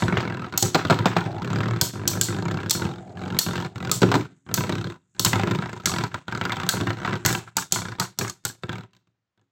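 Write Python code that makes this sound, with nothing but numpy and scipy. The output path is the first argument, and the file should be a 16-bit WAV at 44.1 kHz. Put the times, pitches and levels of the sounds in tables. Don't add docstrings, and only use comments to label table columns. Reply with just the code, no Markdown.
import sys
import numpy as np
from scipy import signal
from scipy.fft import rfft, irfft
from scipy.io import wavfile
from scipy.ndimage import uniform_filter1d

SR = 44100
rng = np.random.default_rng(int(sys.argv[2]) if len(sys.argv) > 2 else 0)


def dump_mix(stems):
    frames = np.atleast_2d(stems).T
    limited = np.clip(frames, -1, 1)
    pcm = np.round(limited * 32767).astype(np.int16)
    wavfile.write(sys.argv[1], SR, pcm)


N = 419391
AGE = np.arange(SR // 4) / SR

# (f/Hz, t60/s); the dip below zero mutes one band, see room()
ROOM_DECAY = [(100, 1.2), (700, -0.09), (2000, 0.64), (5000, 0.3), (13000, 0.2)]
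# (f/Hz, level/dB)
ROOM_LEVEL = [(100, -14.5), (500, -8), (1500, -17.5), (4500, -12), (8000, -10.5), (14000, -7.5)]
# (f/Hz, level/dB)
ROOM_TONE = [(100, -4.5), (400, -11), (1500, -13.5), (7000, -26), (10000, -42)]
# (f/Hz, level/dB, t60/s)
BOWL_MODES = [(71.1, -17.5, .18), (92.3, -4.5, 0.14), (114.3, 6, 0.16), (144.7, 3.5, 0.092),
              (179.5, 1, 0.15), (241, -7, 0.11), (277.7, -6.5, 0.17), (351.4, -3.5, 0.17),
              (404.2, -6.5, 0.14), (498.5, -7, .08), (543, -12.5, 0.024), (621.6, -5.5, 0.041)]
# (f/Hz, level/dB, t60/s)
SHEET_MODES = [(670, -6, 0.021), (673, -4.5, 0.044), (765, -1.5, 0.1), (929, -1, 0.083), (987.6, 1.5, 0.09),
               (1101, 3.5, 0.037), (1230, 3, 0.043), (1340, 7, 0.053), (1445, 5.5, 0.045), (1583, 4, 0.062),
               (1734, -2, 0.061), (2000, 0, 0.035), (2263, -1, 0.038), (2680, 0, .02)]
# (f/Hz, level/dB, t60/s)
RIM_MODES = [(3640, -13, 0.71), (4160, -7, 0.14), (4350, 0, 0.3), (4930, -5.5, 0.12), (5450, -15, 0.38),
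             (5900, -9.5, .22), (6640, -7.5, .2), (6530, -6.5, 0.27), (7600, -3.5, 0.086), (7760, 3, 0.22)]
# (f/Hz, level/dB)
CLACK_COLOUR = [(100, -21), (220, 1), (500, 1.5), (780, 0.5), (1400, -3.5), (1950, -14.5), (2500, -9.5),
                (3200, -20), (5000, -21), (16000, -69)]
# (f/Hz, level/dB)
TICK_COLOUR = [(1000, -18.5), (2500, -2.5), (3800, 3.5), (5200, -6.5), (8000, -8), (9800, -38.5),
               (13500, -19), (16000, -24)]
# (f/Hz, level/dB)
CRACK_COLOUR = [(800, -33), (2400, -15), (3400, -2.5), (4400, -3), (7800, -1), (9300, -13), (11000, -12.5),
                (16000, -31.5)]
# (f/Hz, level/dB)
SIZZLE_COLOUR = [(6000, -37.5), (9500, -9.5), (11000, -7), (13000, 7), (16000, 3)]
# (f/Hz, level/dB)
SCRAPE_COLOUR = [(200, -24), (500, 0), (800, 6), (1550, 1), (2000, 1), (3800, -8), (5300, -18),
                 (7600, -21.5), (9800, -57), (16000, -35)]
# (start t/s, length t/s, level/dB)
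TIP_GLIDES = [(1.195, .25, -38.5), (2.762, .65, -42.5), (3.6, .2, -49)]
# (first t/s, last t/s, hops, first clack level/dB, last clack level/dB,
#  thump level/dB re clack, tick level/dB re clack)
WOBBLE_RUNS = [(0.204, 0.467, 12, -29.5, -34, 2, -13.5), (1.271, 1.383, 7, -49.5, -39, 3, -8.5),
               (1.419, 1.586, 7, -34, -28, 6.5, -9), (1.633, 1.761, 6, -28, -30, 4, -12.5),
               (1.936, 2.173, 13, -38.5, -34.5, 7, -16), (2.285, 2.386, 6, -32, -32, 5, -9.5),
               (2.424, 2.661, 9, -28, -33.5, 4.5, -10), (2.75, 2.983, 11, -33.5, -43, 6.5, -6),
               (2.997, 3.154, 7, -55.5, -49.5, 12.5, -9), (3.172, 3.367, 10, -38, -33, 6, -9),
               (3.464, 3.647, 9, -29.5, -31.5, 3.5, -6.5), (3.758, 3.895, 7, -39, -29, 5.5, -5.5),
               (4.464, 4.514, 3, -43.5, -35.5, 5.5, -10), (4.576, 4.669, 4, -26, -34.5, 3.5, -6.5),
               (4.694, 4.901, 8, -28, -36.5, 6, -4), (4.923, 4.96, 3, -35.5, -44, -3.5, -10.5),
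               (5.148, 5.18, 3, -44.5, -50.5, 2, -5.5), (5.357, 5.588, 7, -22.5, -28, 4, -8.5),
               (5.623, 5.835, 7, -29, -36, -1.5, -11), (5.872, 5.985, 6, -27.5, -24.5, -1, -5.5),
               (6.324, 6.375, 3, -28, -31, 0.5, -8.5), (6.568, 6.665, 4, -28.5, -27, -1, -6.5),
               (6.738, 6.931, 7, -26, -40, 2.5, -9.5), (6.971, 7.154, 13, -35, -28, -1, -11),
               (7.303, 7.397, 5, -22, -41.5, 1, -13.5), (7.786, 7.985, 7, -30, -36.5, -2, -9),
               (8.729, 8.835, 5, -33, -41.5, 1, -6.5), (8.933, 8.966, 3, -50, -50, -1, 4.5),
               (9.376, 9.414, 3, -51.5, -55, 3.5, -4.5)]
# (t/s, clack level/dB, thump level/dB re clack, tick level/dB re clack)
SINGLE_LANDINGS = [(0.0222, -20.5, 4.5, -12), (0.0816, -21, 2, -13.5), (0.1249, -22.5, 4.5, -18),
                   (0.1708, -18, -1, -16), (0.5246, -31, -3.5, -8.5), (0.5385, -28, -0.5, -16),
                   (0.8507, -24, 3, -7), (0.9889, -24, 4, -7), (1.2608, -32.5, 8.5, -11.5),
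                   (1.6052, -24.5, -0.5, -12), (2.8195, -26, -1.5, -12), (2.852, -33.5, 9.5, -3),
                   (3.4866, -33, 2, -6), (3.5576, -35, -0.5, -2), (4.0893, -31.5, 6, -5.5),
                   (5.2608, -22, 2, 1.5), (5.3316, -17, -3, -6.5), (6.009, -32.5, -2, -5),
                   (6.0374, -23.5, -3, -6.5), (6.143, -24, -9, -9.5), (6.2813, -28.5, -3, -8),
                   (6.4129, -20.5, -5, -9), (6.4524, -21.5, -5.5, -9.5), (6.4952, -24, -8, -13),
                   (6.5205, -21, -8.5, -5.5), (6.8103, -28.5, 9, -2.5), (6.8707, -23.5, 1, -10.5),
                   (6.9046, -23, -26, -10), (7.0486, -22.5, -10.5, -15), (7.0756, -23.5, -2, -26),
                   (7.1297, -26, 3, -11), (7.288, -25.5, -5.5, -9), (7.3501, -23.5, -9.5, -5),
                   (7.475, -35, -25, -23), (7.7593, -25, -6, -17), (8.2108, -25, -0.5, -7.5),
                   (8.2473, -28.5, -4, -20), (8.6352, -31, 3, -6), (8.6927, -31, 5, -2),
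                   (9.072, -53, 4, -3)]
# (t/s, clack level/dB, thump level/dB re clack, tick level/dB re clack, hollow pitch f/Hz)
WALL_SLAMS = [(0.7461, -16, -8, -2, 680), (0.7539, -18.5, -2, -5, 610), (0.8992, -18, -1.5, -8.5, 750),
              (0.9058, -16, -2.5, -6.5, 660), (0.9244, -19, -17, -18, 907),
              (1.0568, -14.5, -3.5, -8.5, 900), (1.1658, -18, -2, -11.5, 844), (4.0186, -20, 6.5, -5, 430),
              (4.03, -17.5, 7, -7, 440), (4.1159, -19, -16, -7, 820), (4.141, -19.5, -4, -7.5, 736),
              (4.1529, -20.5, 2, -8, 730)]
# (t/s, level/dB, strongest pitch f/Hz,
#  thump level/dB, clack level/dB, sizzle level/dB, the last three re the clash level)
RIM_CLASHES = [(-0.03, -3, 5000, -18, -8, -12), (0.576, -1, 6700, -32.5, -20, -3.5),
               (0.625, 0, 6360, -9.5, -13.5, -13.5), (1.8127, 1, 5130, -15, -16, -8),
               (2.0768, 0.5, 6160, -20.5, -26, -7), (2.2121, 1.5, 7550, -20, -19, -9.5),
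               (2.6965, -8, 6000, -31.5, -35.5, -14.5), (2.7084, 1, 4340, -37.5, -21, -8.5),
               (3.3886, 2, 4400, -32, -21.5, -6.5), (3.897, -30.5, 3350, -30, -16, -22),
               (3.9147, 0, 7400, -15, -13.5, -9), (4.541, -2.5, 6200, -20.5, -16.5, -5),
               (5.195, -2.5, 4330, -13.5, -17, -8.5), (5.2483, 1.5, 7900, -20.5, -11, -9),
               (5.8572, -0.5, 6070, -15.5, -11.5, -12), (6.69, 0.5, 4150, -39, -11, -9),
               (7.2505, -6.5, 4150, -3.5, -4.5, -14.5), (7.2607, 0, 6400, -25, -7.5, -9),
               (7.3273, -12, 4080, -13, -21, -8), (7.5679, -2, 6850, -19, -10.5, -12),
               (7.7223, 1.5, 7000, -18.5, -23.5, -14), (7.9985, -5.5, 4270, -13, -6, -12),
               (8.1878, -6, 5830, -13, -17.5, -8), (8.279, -19, 6850, -17, -4.5, -21),
               (8.297, -13.5, 6900, -35, -11.5, -19), (8.4511, -7, 7040, -14.5, -9, -10)]

HOP_JITTER_S, HOP_SPREAD_DB = 0.0004, 1.21
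SETTLE_DB_PER_S = 163
RUMBLE_DB = -10
PATTER_DB, SCRAPE_DB = -14.5, -14
STRAY_TICK_DB = -18
WHIRR_HZ, WHIRR_SAG_HZ = 1007, 297
GLIDE_RUMBLE_DB, GLIDE_SCRAPE_DB = 11, -4
TICK_HZ, TICK_SPREAD_OCTAVES = 3280, 0.55
CUTOFF_HZ = 15950


def from_db(db):
    return 10 ** (np.asarray(db) / 20)


def rms_one(x):
    return x / np.sqrt(np.mean(x ** 2) + 1e-20)


def at_hz(points, hz):
    at, values = np.transpose(points)
    return np.interp(np.log(np.maximum(hz, 1)), np.log(at), values)


def band_pass(x, low_hz, high_hz):
    sos = signal.butter(2, [low_hz, high_hz], "band", fs=SR, output="sos")
    return signal.sosfilt(sos, x)


def coloured(x, spectrum):
    size = 2048
    bins_hz = np.arange(size // 2 + 1) * SR / size
    cepstrum = irfft(np.log(from_db(at_hz(spectrum, bins_hz))))
    cepstrum[1:size // 2] *= 2
    cepstrum[size // 2 + 1:] = 0
    response = irfft(np.exp(rfft(cepstrum)))
    response = response.reshape((1,) * (x.ndim - 1) + (-1,))
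    return signal.fftconvolve(x, response, axes=-1)[..., :x.shape[-1]]


def drift(rate):
    knots = rng.standard_normal(int(N / SR * rate) + 2)
    return rms_one(np.interp(np.arange(N) / SR * rate, np.arange(len(knots)), knots))


def ringing(modes):
    hz, db, t60 = np.transpose(modes)[:, :, None]
    decay = from_db(db - 60 * AGE / t60)
    rise = 1 - np.exp(-4 * hz * AGE)
    return decay * np.cos(2 * np.pi * hz * AGE) * rise


def struck(modes, spread_db, detune, count, flip=0.5):
    flips = np.where(rng.random((count, len(modes))) < flip, -1, 1)
    signs = (-1) ** np.arange(len(modes)) * flips
    weights = signs * from_db(spread_db * rng.standard_normal((count, len(modes))))
    blows = weights @ ringing(modes)
    speeds = np.exp(detune * np.clip(rng.standard_normal(count), -2, 2))
    return np.array([np.interp(AGE * speed, AGE, blow) for blow, speed in zip(blows, speeds)])


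def bursts(spectrum, decay_s, count):
    age = AGE[:len(AGE) // 4]
    noise = rng.standard_normal((count, len(age)))
    return coloured(noise * np.exp(-age / decay_s), spectrum)


def pitched(sounds, hz, sharpness, share):
    resonant = []
    for sound, pitch_hz in zip(sounds, hz):
        b, a = signal.iirpeak(pitch_hz, sharpness, fs=SR)
        resonant.append(sound + share * signal.lfilter(b, a, sound))
    return np.array(resonant)


def ticks(decay_s, count):
    octaves = TICK_SPREAD_OCTAVES * np.clip(rng.standard_normal(count), -2, 2)
    hz = np.minimum(TICK_HZ * 2 ** octaves, SR / 3)
    return pitched(bursts(TICK_COLOUR, decay_s, count), hz, sharpness=9.7, share=2.2)


def place(sounds, times, db, attack_s):
    inside = np.clip(attack_s * SR - np.arange(sounds.shape[1]), 0, 1)
    attack_rms = np.sqrt(sounds ** 2 @ inside / inside.sum())
    gains = from_db(db) / attack_rms
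    lead = len(AGE)
    out = np.zeros(N + 2 * lead)
    for sound, s, gain in zip(sounds, times, gains):
        start = lead + int(np.clip(s * SR, -lead, N))
        out[start:start + len(sound)] += gain * sound
    return out[lead:lead + N]


def room_tone():
    return from_db(-69.5) * rms_one(coloured(rng.standard_normal(N), ROOM_TONE))


def room(x, first_s, build_s):
    age = np.arange(SR // 2) / SR
    onset = 1 - np.exp(-np.maximum(age - first_s, 0) / build_s)
    edges = np.geomspace(60, 18000, 12)
    response = 0
    for low, high in zip(edges, edges[1:]):
        hz = np.sqrt(low * high)
        noise = band_pass(rng.standard_normal(len(age)), low, high)
        tail = noise * onset * np.exp(-np.log(1000) * age / at_hz(ROOM_DECAY, hz))
        scale = np.sqrt(2 * (high - low) / SR / np.sum(tail ** 2))
        response = response + tail * from_db(at_hz(ROOM_LEVEL, hz)) * scale
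    return signal.fftconvolve(x, response)[:N]


def gliding(t):
    start, length, db = np.transpose(TIP_GLIDES)[:, :, None]
    arch = np.sin(np.pi * np.clip((t - start) / length, 0, 1))
    strength = np.sum(from_db(db) * np.minimum(4 * arch, 1), axis=0)
    return arch.sum(axis=0), strength


def whirr():
    swing, strength = gliding(np.arange(N) / SR)
    phase = 2 * np.pi * np.cumsum(WHIRR_HZ - WHIRR_SAG_HZ * swing) / SR
    return strength * (drift(rate=250) * np.cos(phase) + drift(rate=250) * np.sin(phase))


def floor_contacts():
    rows = list(SINGLE_LANDINGS)
    for first_s, last_s, turns, first_db, last_db, thump_db, tick_db in WOBBLE_RUNS:
        for s, db in np.linspace((first_s, first_db), (last_s, last_db), int(round(turns))):
            hop_s = s + HOP_JITTER_S * rng.standard_normal()
            hop_db = db + HOP_SPREAD_DB * rng.standard_normal()
            rows.append((hop_s, hop_db, thump_db, tick_db))
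    return np.array(rows)


def unrest(contacts):
    knocks = [(s, db + thump_db, db) for s, db, thump_db, *_ in [*contacts, *WALL_SLAMS]]
    kicks = [(s, db + thump_db - 7.5, db + clack_db - 8.5)
             for s, db, _, thump_db, clack_db, _ in RIM_CLASHES]
    s, thump_db, clack_db = np.transpose(knocks + kicks)[:, :, None]
    t = np.arange(0, N / SR, 0.002)
    fade_db = np.where(t >= s, SETTLE_DB_PER_S * (t - s), 200)
    glide_db = 20 * np.log10(gliding(t)[1] + 1e-9)
    rumble_db = np.maximum(np.max(thump_db - fade_db, axis=0), glide_db + GLIDE_RUMBLE_DB)
    scrape_db = np.maximum(np.max(clack_db - fade_db, axis=0), glide_db + GLIDE_SCRAPE_DB)
    return t, rumble_db, scrape_db


def patter(modes, curve_s, curve_db, spread_db, count):
    s = (np.arange(count) + rng.random(count)) * N / SR / count
    db = np.interp(s, curve_s, curve_db) + spread_db * rng.standard_normal(count)
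    return place(struck(modes, spread_db=4.5, detune=0.04, count=count), s, db, attack_s=0.0095)


def stray_ticks(curve_s, curve_db, spread_db, count):
    s = rng.random(count) * N / SR
    db = np.interp(s, curve_s, curve_db) + spread_db * rng.standard_normal(count)
    return place(ticks(decay_s=0.0035, count=count), s, db, attack_s=0.0052)


def roughness(per_s, spread_db):
    sizes = from_db(spread_db * np.minimum(rng.exponential(1, N), 4)) * rng.choice([-1, 1], N)
    return sizes * (rng.random(N) < per_s / SR)


def rolling(contacts):
    s, rumble_db, scrape_db = unrest(contacts)
    t = np.arange(N) / SR
    rumble = patter(BOWL_MODES, s, rumble_db + RUMBLE_DB, spread_db=1.5, count=900)
    rattle = patter(SHEET_MODES, s, scrape_db + PATTER_DB, spread_db=5.0, count=650)
    grit = roughness(per_s=1000, spread_db=2.0) * from_db(4.1 * drift(rate=54))
    scrape_gain = from_db(np.interp(t, s, scrape_db) + SCRAPE_DB)
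    scrape = scrape_gain * rms_one(coloured(grit, SCRAPE_COLOUR))
    spinning_db = np.interp(t, [0, 7.5, 8.8, 9.1], [-68.5, -60, -80.5, -100])
    shimmer = from_db(spinning_db) * rms_one(band_pass(grit, 6400, 8000))
    skips = stray_ticks(s, scrape_db + STRAY_TICK_DB, spread_db=4.5, count=400)
    return rumble + rattle + scrape + shimmer + skips


def hops(contacts):
    s, db, thump_db, tick_db = contacts.T
    count = len(s)
    dent = struck([(164, -0.5, 0.049)], spread_db=0, detune=0.12, count=count, flip=0)
    thump = struck(BOWL_MODES, spread_db=3.0, detune=0.02, count=count, flip=0.054)
    clack = struck(SHEET_MODES, spread_db=5.5, detune=0.025, count=count)
    slap = bursts(CLACK_COLOUR, decay_s=0.002, count=count)
    tick = ticks(decay_s=0.0036, count=count)
    return (place(dent, s, db + thump_db - 4.5, attack_s=0.0032)
            + place(thump, s, db + thump_db - 4.0, attack_s=0.027)
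            + place(clack, s, db - 0.5, attack_s=0.004)
            + place(slap, s, db - 6.5, attack_s=0.0021)
            + place(tick, s, db + tick_db + 0.54, attack_s=0.0051))


def wall_hits():
    s, db, thump_db, tick_db, hz = np.transpose(WALL_SLAMS)
    count = len(s)
    knock = bursts(CLACK_COLOUR, decay_s=0.0087, count=count)
    hollow = pitched(knock, hz, sharpness=1.6, share=0.8)
    clack = struck(SHEET_MODES, spread_db=4.0, detune=0.016, count=count)
    thump = struck(BOWL_MODES[3:], spread_db=4.0, detune=0.04, count=count)
    tick = bursts(TICK_COLOUR, decay_s=0.0056, count=count)
    return (place(hollow, s, db + 0.25, attack_s=0.011)
            + place(clack, s, db - 3.5, attack_s=0.004)
            + place(thump, s, db + thump_db - 0.5, attack_s=0.011)
            + place(tick, s, db + tick_db - 0.3, attack_s=0.0066))


def clashes():
    s, db, hz, thump_db, clack_db, sizzle_db = np.transpose(RIM_CLASHES)
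    count = len(s)
    snap = bursts(CRACK_COLOUR, decay_s=0.0036, count=count)
    crack = pitched(snap, hz, sharpness=8.2, share=1.4)
    sizzle = bursts(SIZZLE_COLOUR, decay_s=0.0036, count=count)
    spiky = rng.standard_normal((count, len(AGE))) ** 3
    buzz = coloured(spiky * np.exp(-AGE / 0.048), CRACK_COLOUR)
    ring = struck(RIM_MODES, spread_db=1.0, detune=0.0033, count=count)
    clack = struck(SHEET_MODES, spread_db=9.5, detune=0.055, count=count)
    thump = struck(BOWL_MODES, spread_db=2.5, detune=0.052, count=count)
    return (place(crack, s, db - 13.5, attack_s=0.0035)
            + place(sizzle, s, db + sizzle_db - 8.5, attack_s=0.001)
            + place(buzz, s, db - 29.5, attack_s=0.014)
            + place(ring, s, db - 37, attack_s=0.09)
            + place(clack, s, db + clack_db - 11, attack_s=0.0047)
            + place(thump, s, db + thump_db - 13.5, attack_s=0.022))


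def scene():
    contacts = floor_contacts()
    close = whirr() + rolling(contacts) + hops(contacts) + wall_hits() + clashes()
    reverberation = room(close, first_s=0.014, build_s=0.0066)
    return (close + reverberation + room_tone())[None]


def suppressor(x, threshold_db, depth_db, slope):
    power = uniform_filter1d(x ** 2, SR // 40, axis=-1)
    level_db = 10 * np.log10(np.maximum(power, 1e-14))
    return x * from_db(np.clip(slope * (level_db - threshold_db), -abs(depth_db), 0))


def record(dry):
    thin = signal.sosfilt(signal.butter(2, 72, "high", fs=SR, output="sos"), dry)
    quiet = suppressor(thin, threshold_db=-31.5, depth_db=17, slope=1.0)
    rounded = np.tanh(quiet)
    return signal.sosfilt(signal.ellip(10, 0.1, 80, CUTOFF_HZ, fs=SR, output="sos"), rounded)


dry = scene()
out = record(dry)
dump_mix(out)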